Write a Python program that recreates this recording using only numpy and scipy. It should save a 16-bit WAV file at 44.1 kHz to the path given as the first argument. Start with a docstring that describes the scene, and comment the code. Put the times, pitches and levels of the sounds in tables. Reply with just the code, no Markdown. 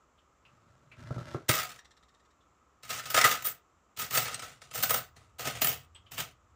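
"""Rummaging in a tub of coins

A coin acceptor scrapes over a table: uneven noise and bumps excite the table and its plastic case.
A plastic tub of coins is set down and rocks to rest in softening taps; then a hand rummages in it.
Each shove opens with a hard contact and sets coins sliding until they settle. Every contact cracks through
the pile as a noise burst, knocks the tub's resonances and rings damped sines for the coins.
A small room answers, over a faint hiss and a low rumble that swells and fades."""
import sys
import numpy as np
from scipy import signal
from scipy.fft import rfft, irfft
from scipy.io import wavfile

SR = 44100
rng = np.random.default_rng(int(sys.argv[2]) if len(sys.argv) > 2 else 0)


def master(y):
    """Save y as 16-bit WAV."""
    cut = np.clip(np.atleast_2d(y).T, -1, 1)
    pcm = np.round(cut * 32767)  # scale
    wavfile.write(sys.argv[1], SR, pcm.astype(np.int16))


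N = 288855
TIME = np.arange(N) / SR
SHORT = TIME[:SR // 16]  # time axis of one contact


def undb(db):
    """Decibels to gain."""
    return 10 ** (np.asarray(db) / 20)


def unit(x):
    """Scale to an energy of one."""
    return x / np.sqrt(np.sum(x ** 2))


def add(track, s, x):
    """Mix x into the track at s seconds."""
    i = int(s * SR)
    part = track[i:i + len(x)]
    part += x[:len(part)]


def fade(t, t60):
    """Exponential decay that loses 60 dB in t60 seconds."""
    return np.exp(-np.log(1000) * t / t60)


def curves(table):
    """The columns of a table, joined by straight lines in time."""
    s, *columns = np.transpose(table)
    return [np.interp(TIME, s, c) for c in columns]


def through(x, response):
    """Play x through an impulse response."""
    return signal.fftconvolve(x, response)[:N]


def highpass(x, order, hz):
    """Cut the bass below hz."""
    return signal.sosfilt(signal.butter(order, hz, "high", fs=SR, output="sos"), x)


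def colour(points, size=2048):
    """Causal response with the given spectrum, by folding its cepstrum."""
    hz, db = np.transpose(points)
    f = np.maximum(np.fft.rfftfreq(size, 1 / SR), 1)
    level_db = np.interp(np.log(f), np.log(hz), db)
    cepstrum = irfft(np.log(undb(level_db)))
    cepstrum[1:size // 2] *= 2
    cepstrum[size // 2 + 1:] = 0
    return unit(irfft(np.exp(rfft(cepstrum))))


def body(modes):
    """Response of a body: one damped sine for each resonance; wider ones die sooner."""
    t = TIME[:SR // 4]
    response = np.zeros(len(t))
    for k, (hz, width, db) in enumerate(modes):
        mode = np.exp(-np.pi * width * t) * np.sin(2 * np.pi * hz * t)
        response += (-1) ** k * undb(db) * unit(mode)  # neighbours in opposite polarity
    return unit(response)


def blow(shape, db):
    """Give a shape the energy of 10 ms of sound at this level."""
    return unit(shape) * undb(db) * np.sqrt(SR / 100)


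def chatter(t60, swell_s=0.0034):
    """Hard faces meet in a quick run of micro-contacts that swells and dies."""
    return rng.standard_normal(len(SHORT)) * fade(SHORT, t60) * (1 - np.exp(-SHORT / swell_s))


def uneven(spread_db, size):
    """A gain that jumps to a new random level every `size` samples."""
    steps = np.minimum(rng.standard_normal(N // size + 1), 1)
    return undb(spread_db * (np.repeat(steps, size)[:N] - .5))


def sine_rings(table):
    """Each row of (s, Hz, dB, t60) rings on in one clear mode."""
    out, t = np.zeros(N), TIME[:SR // 2]
    for s, hz, db, t60 in table:
        add(out, s, undb(db) * np.sin(2 * np.pi * hz * t) * fade(t, t60))
    return out


def room(x, t60=0.21, treble_t60=0.11, split_hz=4000, lowest_hz=220, wet_db=-6.0, dry_db=-2, first_s=0.0018):
    """Close walls answer after a few milliseconds; the treble dies first and the bass stays direct."""
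    t = TIME[:SR * 3 // 4]
    echoes = highpass(rng.standard_normal(len(t)) * (t > first_s), 2, lowest_hz)
    low = signal.sosfiltfilt(signal.butter(2, split_hz, fs=SR, output="sos"), echoes)
    tail = unit(low * fade(t, t60) + (echoes - low) * fade(t, treble_t60))
    return undb(dry_db) * (x + undb(wet_db) * through(x, tail))  # dry_db trims direct sound and echoes


# spectrum of the faint background hiss: (frequency [Hz], relative level [dB])
HISS_SPECTRUM = [(30, -5), (58, 5.5), (100, -8.5), (400, -10), (850, -12.5), (1060, -8), (1270, -3.5),
                 (1500, -16.5), (2800, -23.5), (4600, -31.5), (7600, -22), (8400, -40.5), (15200, -44)]
# low rumble that swells and fades: (time [s], level [dB])
RUMBLE_LEVEL = [(0, -79.5), (3.8, -78.5), (5.2, -62.5), (5.9, -61.5), (6.5, -65)]


def background(hiss_db=-67, rumble_hz=85, rumble_width_hz=55):
    """Steady faint hiss, noise in a fixed colour, over noise in a low band."""
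    hiss = through(rng.standard_normal(N), colour(HISS_SPECTRUM)) * undb(hiss_db)
    band = body([(rumble_hz, rumble_width_hz, 0)])
    steeper_band = unit(signal.fftconvolve(band, band))
    rumble = through(rng.standard_normal(N), steeper_band)
    return hiss + rumble * undb(curves(RUMBLE_LEVEL)[0])


# pulls of the acceptor over the table: (time [s], hold [s], rumble drive [dB], scrape drive [dB])
ACCEPTOR_PULLS = [(0.48, 0.41, -62, -70), (0.997, 0.12, -44, -52), (1.181, .16, -46, -47.5)]
PULL_RISE_DB_PER_S, PULL_FALL_DB_PER_S = 300, 152.5


def pulls():
    """Gains of rumble and scrape: each pull gathers speed, holds and runs out."""
    rumble, scrape = np.zeros((2, N))
    for s, hold_s, rumble_db, scrape_db in ACCEPTOR_PULLS:
        before_s = np.maximum(s - TIME, 0)
        after_s = np.maximum(TIME - s - hold_s, 0)
        speed = undb(-PULL_RISE_DB_PER_S * before_s - PULL_FALL_DB_PER_S * after_s)
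        rumble += speed * undb(rumble_db)
        scrape += speed * undb(scrape_db)
    return rumble, scrape


# bumps on the table: (time [s], thump drive [dB], clack drive [dB])
TABLE_BUMPS = [(1.107, -27, -38), (1.163, -28.5, -44.5), (1.18, -32.5, -43.5), (1.211, -38.5, -48),
               (1.346, -30.5, -32), (1.493, -21.5, -28), (1.503, -32, -43.5)]
# resonances of the table top: (frequency [Hz], width [Hz], relative level [dB])
TABLE_MODES = [(123, 24, 3), (164.5, 25, -4), (250, 26, -14)]
# resonances of the acceptor's case: (frequency [Hz], width [Hz], relative level [dB])
CASE_MODES = [(314, 87, 0), (560, 150, -0.5), (655, 80, -1), (1280, 150, -2.5), (1393, 59, -8.5)]
# spectrum of plastic scraping the table: (frequency [Hz], relative level [dB])
SCRAPE_SPECTRUM = [(100, -6), (550, -1.5), (900, -1.5), (1350, 0.5), (2500, -11), (6000, -15.5),
                   (15000, -37)]


def table_top(clack_t60=0.017, loose_db=-6, grip_db=5.5, case_db=-4, scrape_db=-2.0,
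              scratch_db=-4, scratch_scatter_db=8, count=260):
    """Plastic sticks and slips over the table, grit scratches under it, and bumps set the top booming."""
    rumble, scrape = pulls()
    grip = uneven(grip_db, size=150) * uneven(grip_db / 2, size=900)
    friction = grip * rng.standard_normal(N)
    grit = np.zeros(N)
    for when, size in rng.random((count, 2)):
        add(grit, when * TIME[-1], blow(np.ones(1), scratch_db + scratch_scatter_db * (size - .5)))
    rubbing = (friction + grit) * scrape
    push, clack = friction * rumble, rubbing * undb(case_db)
    for s, thump_db, clack_db in TABLE_BUMPS:
        add(push, s, blow(np.ones(1), thump_db))
        # one solid knock on the case, then its loose parts buzz
        add(clack, s, blow(np.ones(1), clack_db))
        add(clack, s, blow(chatter(clack_t60), clack_db + loose_db))
    boom = through(push, body(TABLE_MODES))
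    case = through(clack, body(CASE_MODES))
    return boom + case + through(rubbing * undb(scrape_db), colour(SCRAPE_SPECTRUM))


ROCK_START_S, ROCK_PERIOD_S, ROCK_SHRINK = 1.789, .0625, .02  # shrink: part of the period lost each swing
ROCK_DB, ROCK_FALL_DB = -50.5, 6  # drive of the first tap; loss each time the number of swings doubles


def rocks(heel_s=0.0063, heel_db=-3, count=10):
    """The set-down tub rocks to rest, each swing shorter and softer; after the first, heel taps before rim."""
    swing = np.arange(count)
    periods = ROCK_PERIOD_S * (1 - ROCK_SHRINK) ** swing
    s = ROCK_START_S + np.cumsum(periods) - periods
    db = ROCK_DB - ROCK_FALL_DB * np.log2(swing + 1)
    return [*zip(s, db), *zip(s[1:] - heel_s, db[1:] + heel_db)]


# small ticks of the acceptor, its wires and the tub: (time [s], drive [dB], pitch [Hz])
LOOSE_TICKS = [(0.177, -63.5, 3100), (0.449, -56.5, 2720), (0.914, -49, 2390), (1.051, -56, 1670),
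               (2.404, -71.5, 3470), (5.949, -50, 3150), (6.06, -57.5, 3050)]
# resonances of the rocking tub: (frequency [Hz], width [Hz], relative level [dB])
RATTLE_MODES = [(1220, 1350, 0), (1826, 130, 4.5), (3740, 580, 4), (5660, 500, 0), (7500, 730, -2.5)]


def rattles(rock_t60=0.03, tick_t60=0.12, tick_swell_s=0.0037, tick_width_hz=350):
    """Light taps of the rocking tub and small ticks, each a noise burst through resonances."""
    taps, ticks = np.zeros((2, N))
    for s, db in rocks():
        add(taps, s, blow(chatter(rock_t60), db))
    for s, db, hz in LOOSE_TICKS:
        tick = blow(chatter(tick_t60, tick_swell_s), db)
        add(ticks, s, through(tick, body([(hz, tick_width_hz, 0)])))
    return through(taps, body(RATTLE_MODES)) + ticks


# hard blows set the tub floor ringing: (time [s], pitch [Hz], level [dB], t60 [s])
FLOOR_BOOMS = [(1.492, 6900, -23, 0.012), (3.249, 1222, -22, 0.28), (3.249, 1600, -31.5, 0.13),
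               (3.282, 1230, -29.5, 0.16), (3.241, 1950, -17, .08), (4.432, 1308, -36.5, 0.12)]


def tub_floor():
    """A patch of tub floor that is barely held rings on in one clear mode."""
    return sine_rings(FLOOR_BOOMS)


# coins that come free and ring on: (time [s], pitch [Hz], level [dB], t60 [s])
FREE_CLINKS = [(3.446, 11900, -40, 0.15), (4.344, 8210, -27.5, 0.036), (4.895, 15200, -35, 0.26),
               (4.943, 15100, -35, .2), (5.644, 14100, -24, 0.15), (5.683, 15300, -20, 0.099),
               (5.948, 8000, -52, 0.11)]


def free_coins():
    """A coin that is barely held rings on in one clear mode."""
    return sine_rings(FREE_CLINKS)


# ring of the coins in the pile: (frequency [Hz], spread from coin to coin [Hz], relative level [dB])
COIN_MODES = [(8300, 1300, -6), (12100, 600, -20), (13560, 510, -9.5), (15460, 460, -1), (14600, 78, -1)]


def coin(shortest_s=.01, longest_s=.055):
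    """One coin's ring; its size sets the pitches and its neighbours the damping."""
    hz, spread, db = np.transpose(COIN_MODES)[:, :, None]
    hz = hz + spread * rng.standard_normal(hz.shape)
    modes = (undb(db) * np.sin(np.float32(2 * np.pi * hz * SHORT))).sum(0)
    t60 = shortest_s + (longest_s - shortest_s) * rng.random()
    return modes * (1 - np.exp(-SHORT * 1000)) * fade(SHORT, t60)  # 1 ms onset


def pressed_coin(low_hz=1900, high_hz=9500, t60=0.058, skew=1.6, count=3):
    """Coins pressed together ring only briefly, at pitches that change with every contact."""
    t = SHORT[:len(SHORT) // 2]
    hz = low_hz + (high_hz - low_hz) * rng.random((count, 1)) ** skew  # skew favours low pitches
    return np.sin(np.float32(2 * np.pi * hz * t)).sum(0) * fade(t, t60) * (1 - np.exp(-t * 1000))


# a jolt or a push of the fingers sets coins sliding: (time [s], drive [dB], rise [s], hold [s],
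# settling [dB/s], tub knock relative to drive [dB], coin ring relative to drive [dB])
HAND_SHOVES = [(1.489, -29.5, .002, 0.072, 125, -4, -2), (2.832, -51.5, .004, .06, 174, -7, -9),
               (2.903, -34, 0.017, 0.028, 121, -6.5, -6), (3.055, -46, 0.0011, 0.023, 171.5, -5, -7),
               (3.101, -41.5, .002, 0.0081, 168.5, -3.5, 2.5), (3.143, -29.5, .002, .04, 141, 0.5, -5.5),
               (3.244, -30, .002, .07, 190.5, -2.5, -1.5), (3.449, -43, 0.011, 0.023, 250.5, -2.5, 12),
               (3.972, -47, 0.0087, 0.021, 197.5, -8, -5), (3.995, -37, 0.015, 0.029, 219, -5.5, 1.5),
               (4.108, -40, 0.0082, 0.037, 171, -4.5, -1), (4.149, -30, 0.025, 0.025, 131, -4.5, 2.5),
               (4.255, -40, .004, 0.042, 100.5, -2.5, -16), (4.421, -46, .004, 0.026, 169, -2, -11),
               (4.617, -54, 0.0011, 0.0023, 190.5, -5, -31), (4.75, -38.5, 0.022, .035, 129.5, -4.5, 0.5),
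               (4.826, -36.5, .01, .01, 169, -6.5, 7), (4.894, -37, 0.0023, .07, 230, -1.5, 5.5),
               (5.164, -59.5, 0.0051, 0.0059, 140.5, 0, -26), (5.393, -41, 0.011, .01, 109.5, -2, -2.5),
               (5.453, -38, .014, 0.036, 200, -3.5, -7.5), (5.551, -45.5, 0.0035, 0.021, 152.5, -4, -12),
               (5.616, -36, 0.0018, .075, 180, -5.5, 5), (6.117, -48.5, 0.0083, 0.027, 153, -6, 0),
               (6.179, -40, .008, 0.022, 230.5, -3.5, -2)]


def slips(scatter_db=9, size_db=-7.5, start_db=-12, settled_db=29, thinning=1.25, packing=0.42, count=44):
    """Small contacts build up to each shove, hold, then thin out and ring less as the coins pack."""
    rows = []
    for s, db, rise_s, hold_s, settle, tub_rel, ring_rel in HAND_SHOVES:
        when, size = rng.random((count, 2)).T
        end_s = hold_s + settled_db / settle
        progress = (np.arange(count) + when) / count
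        age = (rise_s + end_s) * progress ** thinning - rise_s
        effort_db = np.interp(age, [-rise_s, 0, hold_s, end_s], [start_db, 0, 0, -settled_db])
        levels = db + effort_db + size_db + scatter_db * size ** 2
        rows += zip(s + age, levels, np.full(count, tub_rel), ring_rel + packing * effort_db)
    return rows


# single coins that drop hard within a shove: (time [s], drive [dB], tub knock relative to drive [dB])
COIN_CLASHES = [(1.4919, -21.5, -4.5), (1.538, -41, 7.5), (1.63, -37.5, -6), (2.994, -42.5, 3.5),
                (3.163, -26, -1.5), (3.174, -25.5, 5), (3.185, -23.5, -13), (3.212, -20, -5.5),
                (3.241, -20, -5), (3.249, -24.5, 5), (3.311, -30, -32), (3.422, -41, -12),
                (3.469, -37.5, -1), (4.016, -36, -7), (4.173, -22.5, -6), (4.201, -36, -19.5),
                (4.28, -39, 6), (4.343, -35, -29), (4.393, -39.5, -8), (4.711, -45.5, -7.5),
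                (4.737, -43.5, -9.5), (4.833, -28, 1), (4.906, -29, 2.5), (4.941, -29.5, 1.5),
                (5.472, -31, -1.5), (5.618, -25.5, -7.5), (5.644, -29.5, -9), (5.67, -29.5, -5.5),
                (6.201, -32, -12)]
LEAD_DB, LEAD_SOFTER_DB_PER_S = 5.5, 247.5  # opening contact above the sliding, less so after a slow rise
FULL_RING_DB = -27.5  # dropped coins driven harder than this ring no louder


def strikes(lead_ring_db=-4, ring_db=-1):
    """Hard contacts: one opens each shove, others drop later and ring like the coins of that shove."""
    rows = []
    for s, db, rise_s, _, _, tub_rel, ring_rel in HAND_SHOVES:
        lead_db = db + LEAD_DB - LEAD_SOFTER_DB_PER_S * rise_s
        rows.append((s, lead_db, tub_rel, ring_rel + lead_ring_db))
    starts = [row[0] for row in HAND_SHOVES]
    for s, db, tub_rel in COIN_CLASHES:
        ring_rel = HAND_SHOVES[np.searchsorted(starts, s) - 1][-1]
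        rows.append((s, db, tub_rel, ring_rel + ring_db - max(db - FULL_RING_DB, 0)))
    return rows


def scuffs(lead_s=0.0063, size_db=-17):
    """A coin scuffs its neighbours just before it drops and strikes."""
    return np.array(strikes()) + [-lead_s, size_db, 0, 0]


# spectrum of a contact cracking through the pile: (frequency [Hz], relative level [dB])
CRACK_SPECTRUM = [(100, -2), (250, -5.5), (600, -10), (950, -1.5), (1400, -3.5), (3000, 3), (4000, 1),
                  (5000, 0.5), (7200, 1.5), (8800, -4), (10000, -7.5), (11500, -11), (13500, -19.5),
                  (15500, -12)]
# resonances of the tub wall: (frequency [Hz], width [Hz], relative level [dB])
TUB_MODES = [(256, 60, -26), (475, 110, -15.5), (710, 120, -12.5), (1240, 83, 2.5), (1346, 78, 0.5),
             (1518, 87, -1), (1980, 230, -1), (2330, 140, -9), (2657, 110, -9.5), (2810, 60, -11.5),
             (3180, 440, -9), (3714, 53, -8)]
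# the hollow under the cupped hand: (time [s], level relative to the crack [dB])
CUP_LEVEL = [(5.0, -28.5), (5.55, -4)]


def rummage(crack_t60=.024, knock_t60=0.025, crack_db=-2.5, pressed_db=-7.5, tub_db=-1, ring_db=0,
            thump_db=-29, thump_growth=0.63, lean=0.41, thud_db=-9, cup_hz=3100, cup_width_hz=600):
    """Every contact cracks in the pile, knocks the tub and the table under it, and rings coins."""
    crack, knock, thump, pressed, ring = np.zeros((5, N))
    for s, db, tub_rel, ring_rel in [*strikes(), *scuffs(), *slips()]:
        add(crack, s, blow(chatter(crack_t60), db + crack_db))
        push = chatter(knock_t60)
        add(knock, s, blow(push, db + tub_rel + tub_db))
        # the heavy pile evens out the force that reaches the table
        add(thump, s, blow(push, thump_growth * db + thump_db))
        add(pressed, s, blow(pressed_coin(), db + pressed_db))
        add(ring, s, blow(coin() + coin(), db + ring_rel + ring_db))
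    # later on, the thumps grow and the wall rings less and thuds more
    late_db = curves(RUMBLE_LEVEL)[0]
    weight = undb(lean * (late_db - late_db.mean()))
    wall_ring = through(knock / np.sqrt(weight), body(TUB_MODES))
    wall_thud = through(knock * weight, body(TUB_MODES[:3])) * undb(thud_db)
    hollow = through(crack * undb(curves(CUP_LEVEL)[0]), body([(cup_hz, cup_width_hz, 0)]))
    pile = through(crack, colour(CRACK_SPECTRUM))
    table = through(thump * weight, body(TABLE_MODES))
    # pile, wall, table, hand and coins each reach the room's walls by their own paths
    parts = pile, wall_ring + wall_thud, table, hollow, pressed, ring
    return sum(room(part) for part in parts)


def scene():
    """All sources, heard from one point; the clear rings and the background stay without echo."""
    echoing = room(rattles() + table_top()) + rummage()
    return (background() + echoing + tub_floor() + free_coins())[None]


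def record(dry, bass_hz=58, top_hz=15520):
    """The phone cuts the deepest bass and the top."""
    thin = highpass(dry, 3, bass_hz)
    return signal.sosfilt(signal.ellip(10, .2, 70, top_hz, fs=SR, output="sos"), thin)


dry = scene()
out = record(dry)
master(out)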